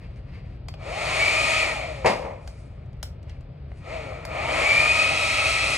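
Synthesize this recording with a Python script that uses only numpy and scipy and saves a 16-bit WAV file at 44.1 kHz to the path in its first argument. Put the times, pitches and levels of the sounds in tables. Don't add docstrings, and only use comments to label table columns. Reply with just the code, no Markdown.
import sys
import numpy as np
from scipy import signal
from scipy.fft import rfft, irfft, next_fast_len
from scipy.io import wavfile
from scipy.ndimage import uniform_filter1d

SR = 44100
rng = np.random.default_rng(int(sys.argv[2]) if len(sys.argv) > 2 else 0)


def put_to_file(sound):
    columns = np.atleast_2d(sound).T
    safe = np.clip(columns, -1, 1)
    whole_steps = np.round(safe * 32767)
    wavfile.write(sys.argv[1], SR, whole_steps.astype(np.int16))


N = 254456
T = np.arange(N) / SR
FULL_SPEED_HZ = 325.5

# (time [s], overall gain [dB], treble change [dB], whistle gain [dB], low rush gain [dB])
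DRYER_CURVES = [(0.75, -24, 8, 0.5, 0), (0.95, -25.5, -1, 0, 0), (1.2, -23, -2, 0, 0),
                (1.38, -25, 0, -7.5, -1), (1.55, -26.5, 1, 1, -3), (1.63, -26, 0, -1, -1),
                (1.69, -25, 0, 0, 2), (1.78, -25.5, 0, 0, -2), (2.0, -27, 1.5, -1, -1),
                (2.4, -32, -4.5, -1, 0), (3.7, -37, -3.5, 0.5, 0), (3.82, -26, 2.5, 0, 0),
                (3.94, -26, -4, 0, 0), (4.2, -26.5, 0, -0.5, 2), (4.45, -24, -7, -3, 3),
                (4.58, -23, -6, -5, 4), (4.68, -22.5, -6, -4, 0), (4.76, -23, -4, 0, -2),
                (4.9, -24, -3, 4, -1), (5.02, -26, 0, 5, -1), (5.12, -27, 0, 0, -1),
                (5.25, -27.5, .5, -2, -1), (5.5, -26.5, 0, 0, -2), (5.77, -28.5, 1.5, -2, -1)]


def undb(db):
    return 10 ** (np.asarray(db) / 20)


def level(x, db):
    return x * undb(db) / np.sqrt(np.mean(x ** 2))


def along(table, hz, column=1):
    rows = np.array(table, float)
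    return np.interp(np.log(np.maximum(hz, 1)), np.log(rows[:, 0]), rows[:, column])


def shaped(x, db_at):
    size = next_fast_len(len(x))
    hz = np.arange(size // 2 + 1) * SR / size
    return irfft(rfft(x, size) * undb(db_at(hz)), size)[:len(x)]


def band(x, lo_hz, hi_hz, order=2):
    return signal.sosfilt(signal.butter(order, [lo_hz, hi_hz], "band", fs=SR, output="sos"), x)


def lowpass(x, hz):
    return signal.sosfilt(signal.butter(2, hz, fs=SR, output="sos"), x)


def bump(hz, centre_hz, width_hz):
    return 1 / (1 + (2 * (hz - centre_hz) / width_hz) ** 2)


def wander(per_second):
    hold = int(SR / per_second)
    steps = np.repeat(rng.standard_normal(N // hold + 1), hold)
    return 1.217 * uniform_filter1d(uniform_filter1d(steps, hold), hold)[:N]


def place(out, start_s, sound):
    return out + np.pad(sound, (int(start_s * SR), N))[:N]


def room_echo(low_s, high_s, length_s=0.898):
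    t = np.arange(int(length_s * SR)) / SR
    noise = rng.standard_normal(len(t))
    low = lowpass(noise, 1500)
    echo = (low * undb(-60 * t / low_s) + (noise - low) * undb(-60 * t / high_s)) * (1 - t / length_s)
    return echo / np.sqrt(np.sum(echo ** 2))


def ventilation():
    # (frequency [Hz], relative level [dB])
    tone = [(20, -39), (30, -21), (40, -3), (50, -6), (60, 0), (76, -1.5), (100, -3.5), (144, -6),
            (169, -13), (225, -21.5), (327, -25.5), (631, -27), (897, -38.5), (1300, -40.5), (1600, -43.5),
            (2300, -43.5), (2970, -47), (5000, -58), (6000, -78), (9000, -86.5)]
    rumble = level(shaped(rng.standard_normal(N), lambda f: along(tone, f)), db=-38)
    rumble *= undb(.6 * wander(1.859))
    hum_hz, hum_db = 59.67, -48
    return rumble + undb(hum_db + 1.2 * wander(2.97)) * np.sin(2 * np.pi * hum_hz * T)


def sleeve_rustle():
    # (loudest moment [s], time to fade 20 dB [s], rub level [dB], hiss level [dB])
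    moves = [(0.03, 0.25, -55, -76.5), (.17, 0.05, -65.5, -76), (.35, 0.22, -54.5, -83),
             (.5, .12, -63, -79), (2.5, 0.2866, -69.5, -63), (2.97, 0.01, -75, -75.5),
             (3.06, 0.0854, -64, -70), (3.3, 0.103, -55, -76), (3.55, 0.6, -72.5, -93),
             (3.78, 0.2, -66, -71.5)]
    # (frequency [Hz], relative level [dB])
    cloth = [(530, -32), (900, -0.5), (1460, -7), (1980, 2), (2560, 0.5), (3620, -14), (4690, -12),
             (5640, -22.5), (11900, -38), (15400, -60), (22000, -120)]
    rub = level(shaped(rng.standard_normal(N), lambda f: along(cloth, f)), 0)
    hiss = level(band(rng.standard_normal(N), 3600, 9800, order=6), 0)
    out = np.zeros(N)
    for peak_s, fade_s, rub_db, hiss_db in moves:
        swell = undb(-20 * np.maximum(T - peak_s, (peak_s - T) / 0.487) / fade_s)
        out += swell * (undb(rub_db) * rub + undb(hiss_db) * hiss)
    return out * undb(2.0 * wander(39.88))


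def switch_clicks():
    # (time [s], peak level [dB], boost of the low ringing [dB], treble limit [Hz])
    clicks = [(0.1594, -52.5, -7.5, 6000), (0.684, -30.5, -2, 6520), (0.7392, -31.5, 2, 4500),
              (2.4751, -32.5, -6.5, 7000), (2.86, -59.5, -7.5, 7000), (2.93, -56, -8, 7000),
              (3.0284, -20.5, -5, 11100), (3.229, -49, -6.5, 7000), (3.2954, -41, -1, 6000),
              (3.4077, -50.5, -10.5, 7900), (3.7165, -36.5, 5.5, 2500), (4.119, -29.5, 12.5, 1500),
              (4.2512, -22, 7, 9800)]
    # (frequency [Hz], relative level [dB], time to fade 60 dB [s])
    handle = [(640, -3, .028), (810, -5, .022), (1150, -6, .013), (1600, -6, .010), (2300, -3, .010),
              (3050, -3, .008), (4700, -1.5, .005), (6200, -5, .006), (8100, -7, .005), (10800, -11, .004)]
    t, out = T[:int(.06 * SR)], np.zeros(N)
    for start_s, peak_db, body_db, top_hz in clicks:
        phases, detunes = rng.random((2, len(handle)))
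        ring = 0
        for (hz, db, fade_s), phase, detune in zip(handle, phases, detunes):
            build = np.minimum(t * hz / 2.81, 1)
            fade = undb(db + (body_db if hz < 2600 else 0) - 60 * t / fade_s)
            ring += build * fade * np.sin(2 * np.pi * (hz * (0.9235 + 0.1367 * detune) * t + phase))
        crack = undb(-1.0 - 60 * t / 0.0218) * band(rng.standard_normal(len(t)), 500, 10000, order=1)
        attack = np.minimum(t / 0.001234, 1)
        hit = band((ring + crack) * attack, 438, top_hz)
        out = place(out, start_s, hit * undb(peak_db) / np.abs(hit).max())
    echo = signal.fftconvolve(out, room_echo(0.306, 0.224))[:N]
    return out + undb(-9.0) * band(echo, 300, 9300, order=4)


def motor_speed():
    # (time [s], state [1 on, 0 off])
    switches = [(0.742, 1), (1.612, 0), (3.795, 1), (3.942, 0), (4.265, 1)]
    spin_up_s, drag_per_turn = .236, 0.011
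    hz = np.full(N, 1.)
    for start_s, on in switches:
        i = int(start_s * SR)
        t = T[i:] - T[i]
        if on:
            hz[i:] = FULL_SPEED_HZ + (hz[i] - FULL_SPEED_HZ) * np.exp(-t / spin_up_s)
        else:
            hz[i:] = hz[i] / (1 + drag_per_turn * hz[i] * t)
    return hz


def barrel_db(hz, facing=0):
    # (frequency [Hz], relative level [dB])
    stream = [(120, -38.5), (233, -16), (439, -14.5), (628, -5), (800, -11.5), (1000, -16.5), (1330, -12),
              (1550, -23.5), (1850, -12.5), (2400, -5), (2920, -16.5), (4190, -20.5), (4880, -24),
              (8150, -22), (10200, -28.5), (11300, -35.5), (12300, -62), (16000, -87.5)]
    # (frequency [Hz], width [Hz], gain side-on [dB], gain with intake facing us [dB])
    resonances = [(632, 45, 6, 3), (802, 38, 2, 3), (960, 42, 1.5, -2), (1232, 78, 3, 3),
                  (1317.3, 110, 2, 4.5), (1770, 114, -1, -5.5), (1852, 52, 3, -1), (2280, 150, 3.5, 0),
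                  (2486.3, 43, 3.5, 8.5), (2670, 59, -0.5, -5), (2771, 35, 3, 7), (3068, 71, 5.5, 2),
                  (3282, 61, 0, 4), (3490, 90, -1.5, -5), (3566, 68, 2.5, 1), (3869, 117, -1, 4),
                  (4208, 170, 4, 4.5), (4514, 151, 5, 2), (4900, 250, -3.5, -5.5), (5246, 150, 0.5, 4),
                  (6020, 200, -0.5, 1), (6450, 100, 1, 1.5), (6720, 200, 3.5, -2), (7296, 270, 3.5, -2.5),
                  (7964, 250, 0, 2.5)]
    return along(stream, hz) + sum((side_db + facing * (front_db - side_db)) * bump(hz, centre, width)
                                   for centre, width, side_db, front_db in resonances)


def curve_db(column):
    rows = np.array(DRYER_CURVES)
    return np.interp(T, rows[:, 0], rows[:, column])


def air_rush(speed_db, facing):
    noise = rng.standard_normal(N)
    side_on, front_on = shaped(noise, barrel_db), shaped(noise, lambda f: barrel_db(f, 1))
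    air = level((1 - facing) * side_on + facing * front_on, 0)
    treble_db, low_db = curve_db(2), curve_db(4)
    # (low edge [Hz], high edge [Hz], growth [dB per dB of speed], gain over time [dB])
    bands = [(1, 1600, 1.617, low_db + 0.17 * treble_db), (1600, 3000, 3.0, 0),
             (3000, 5000, 2.675, 0.815 * treble_db), (5000, 40000, 3.48, 0.7 * treble_db)]
    out = np.zeros(N)
    for low, high, growth, gain_db in bands:
        part = shaped(air, lambda f: -10 * np.log10(1 + (low / (f + 1)) ** 8 + (f / high) ** 8))
        out += part * undb(growth * speed_db + gain_db + wander(13))
    return out


def whistle_breath(angle):
    return level(lowpass(rng.standard_normal(N), 70), -8) * np.sin(7.75 * angle)


def singing_air(whistle_hz):
    centre_hz = 2490
    sing = level(band(rng.standard_normal(N), centre_hz - 18, centre_hz + 18), -5.5)
    return sing * bump(whistle_hz, centre_hz, width_hz=220)


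def blade_whistle_db(hz, coasting):
    catch_hz = np.where(coasting, 1780, 2203)
    uncaught_db = -15.5 / (1 + np.exp((hz - catch_hz) / 31))
    return uncaught_db + 9 * bump(hz, 2360.4, width_hz=335) + curve_db(3)


def fan_whine(hz, speed_db, facing, coasting):
    # (multiple of the motor speed, base level [dB], growth [dB per dB of speed])
    tones = [(2, -28, .6), (3, -22, .1), (4, -17, .3), (6, -25, .2), (8, -10, 1.5), (10, -22, 1.2),
             (12, -23, 1.2), (13, -22, 1.2), (16, -20, 1.5)]
    angle = 2 * np.pi * np.cumsum(hz) / SR
    side_on, front_on = barrel_db(np.arange(6000.)), barrel_db(np.arange(6000.), 1)
    out = np.zeros(N)
    for multiple, db, growth in tones:
        whole_hz = (multiple * hz).astype(int)
        colour_db = (1 - facing) * side_on[whole_hz] + facing * front_on[whole_hz]
        colour_share = .75 if multiple >= 8 else .35
        waver_db = wander(22) + 2.2 * wander(110)
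        gain_db = db + colour_share * colour_db + growth * speed_db + waver_db
        tone = np.sin(multiple * angle)
        if multiple == 8:
            tone += whistle_breath(angle)
            gain_db += blade_whistle_db(8 * hz, coasting)
        out += undb(gain_db) * tone
    return out * undb(9) / (1 + (122 / hz) ** 8)


def hair_dryer():
    smooth_hz = motor_speed()
    hz = smooth_hz * (1 + 0.0025 * wander(40))
    speed_db = 20 * np.log10(hz / FULL_SPEED_HZ)
    turn_at_s, turn_takes_s = 4.977, .3
    facing = np.clip((T - turn_at_s) / turn_takes_s + .5, 0, 1)
    gain = undb(curve_db(1))
    rush = gain * (air_rush(speed_db, facing) + singing_air(8 * hz))
    whine = gain * fan_whine(hz, speed_db, facing, coasting=np.gradient(smooth_hz) < 0)
    echo = signal.fftconvolve(whine, room_echo(0.614, 0.558))[:N]
    return rush + whine + undb(-6.5) * echo


def far_knock():
    # (time [s], thud level [dB], treble tilt [dB per two octaves])
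    hits = [(2.045, -31, -13), (2.058, -34.5, 4), (2.085, -38, -5.5), (2.215, -52, -6), (2.245, -45.5, -11),
            (2.30, -53, -10)]
    # (frequency [Hz], relative level [dB])
    tone = [(76, -39.5), (130, -11), (200, -9.5), (260, -16), (400, -10), (567, 2), (700, -4.5), (1050, -3),
            (1490, -16), (2250, -6.5), (3290, -21), (7980, -30.5), (11000, -39.5), (12500, -61),
            (16000, -89)]
    # (frequency [Hz], relative level [dB], time to fade 60 dB [s])
    hollow = [(581, 0, .04), (818, -2, .05), (1012, -2, .05), (1222, -8, .04)]
    tilt = lambda f: np.log2(np.clip(f, 500, 4000) / 1000) / 2
    out = np.zeros(N)
    for start_s, db, tilt_db in hits:
        echo = room_echo(0.326, 0.298) + undb(-5.5) * room_echo(0.79, 0.59)
        t = T[:len(echo)]
        thud = shaped(np.pad(echo, (0, SR // 10)), lambda f: along(tone, f) + tilt_db * tilt(f))[:len(t)]
        thud *= np.sin(np.pi / 2 * np.minimum(t / 0.002, 1)) ** 2
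        ring = sum(undb(ring_db - 60 * t / fade_s) * np.sin(2 * np.pi * hz * t)
                   for hz, ring_db, fade_s in hollow)
        out = place(out, start_s, level(thud, db) + undb(db + 5) * ring / np.abs(ring).max())
    return out


def two_microphones(x):
    # (frequency [Hz], likeness [0-1], left minus right [dB], right's lead [radians])
    pair = [(60, .9995, 1.1, 0), (170, .997, 2.1, .06), (280, .72, 6.5, .8), (550, .9, 4, 1.1),
            (860, .5, -1, .5), (1200, .83, 2.5, .7), (1550, .55, 2, .5), (2200, .96, 3, 1.1),
            (2700, .88, .6, .8), (3400, .3, 1, -.5), (4600, .75, 2, 2.4), (5300, .55, -1, 1.8),
            (5800, .78, 0, .2), (6600, .88, .2, .2), (8200, .75, .4, .7), (9800, .62, 0, 1.6),
            (11000, .65, 0, 2.5), (11900, .94, 0, 2.9)]
    size = next_fast_len(N + SR // 2)
    hz = np.arange(size // 2 + 1) * SR / size
    likeness = np.clip(along(pair, hz), 0, 1)
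    left = undb(along(pair, hz, column=2) / 2)
    lead = along(pair, hz, column=3)
    power, shared = left ** 2 + left ** -2, 2 * likeness * np.cos(lead)
    mid, side = power + shared, power - shared
    direct = (left ** 2 - left ** -2 - 2j * likeness * np.sin(lead)) / mid
    scatter = np.sqrt(np.maximum(side / mid - np.abs(direct) ** 2, 0))
    room = rfft(room_echo(0.183, 0.189, length_s=.3), size)
    apart = irfft(rfft(x, size) * (direct + scatter * room), size)[:N]
    return np.array([x + apart, x - apart])


def scene():
    return two_microphones(hair_dryer() + switch_clicks() + far_knock() + sleeve_rustle() + ventilation())


def record(dry):
    return signal.sosfilt(signal.ellip(8, .2, 70, 15800, fs=SR, output="sos"), dry)


dry = scene()
out = record(dry)
put_to_file(out)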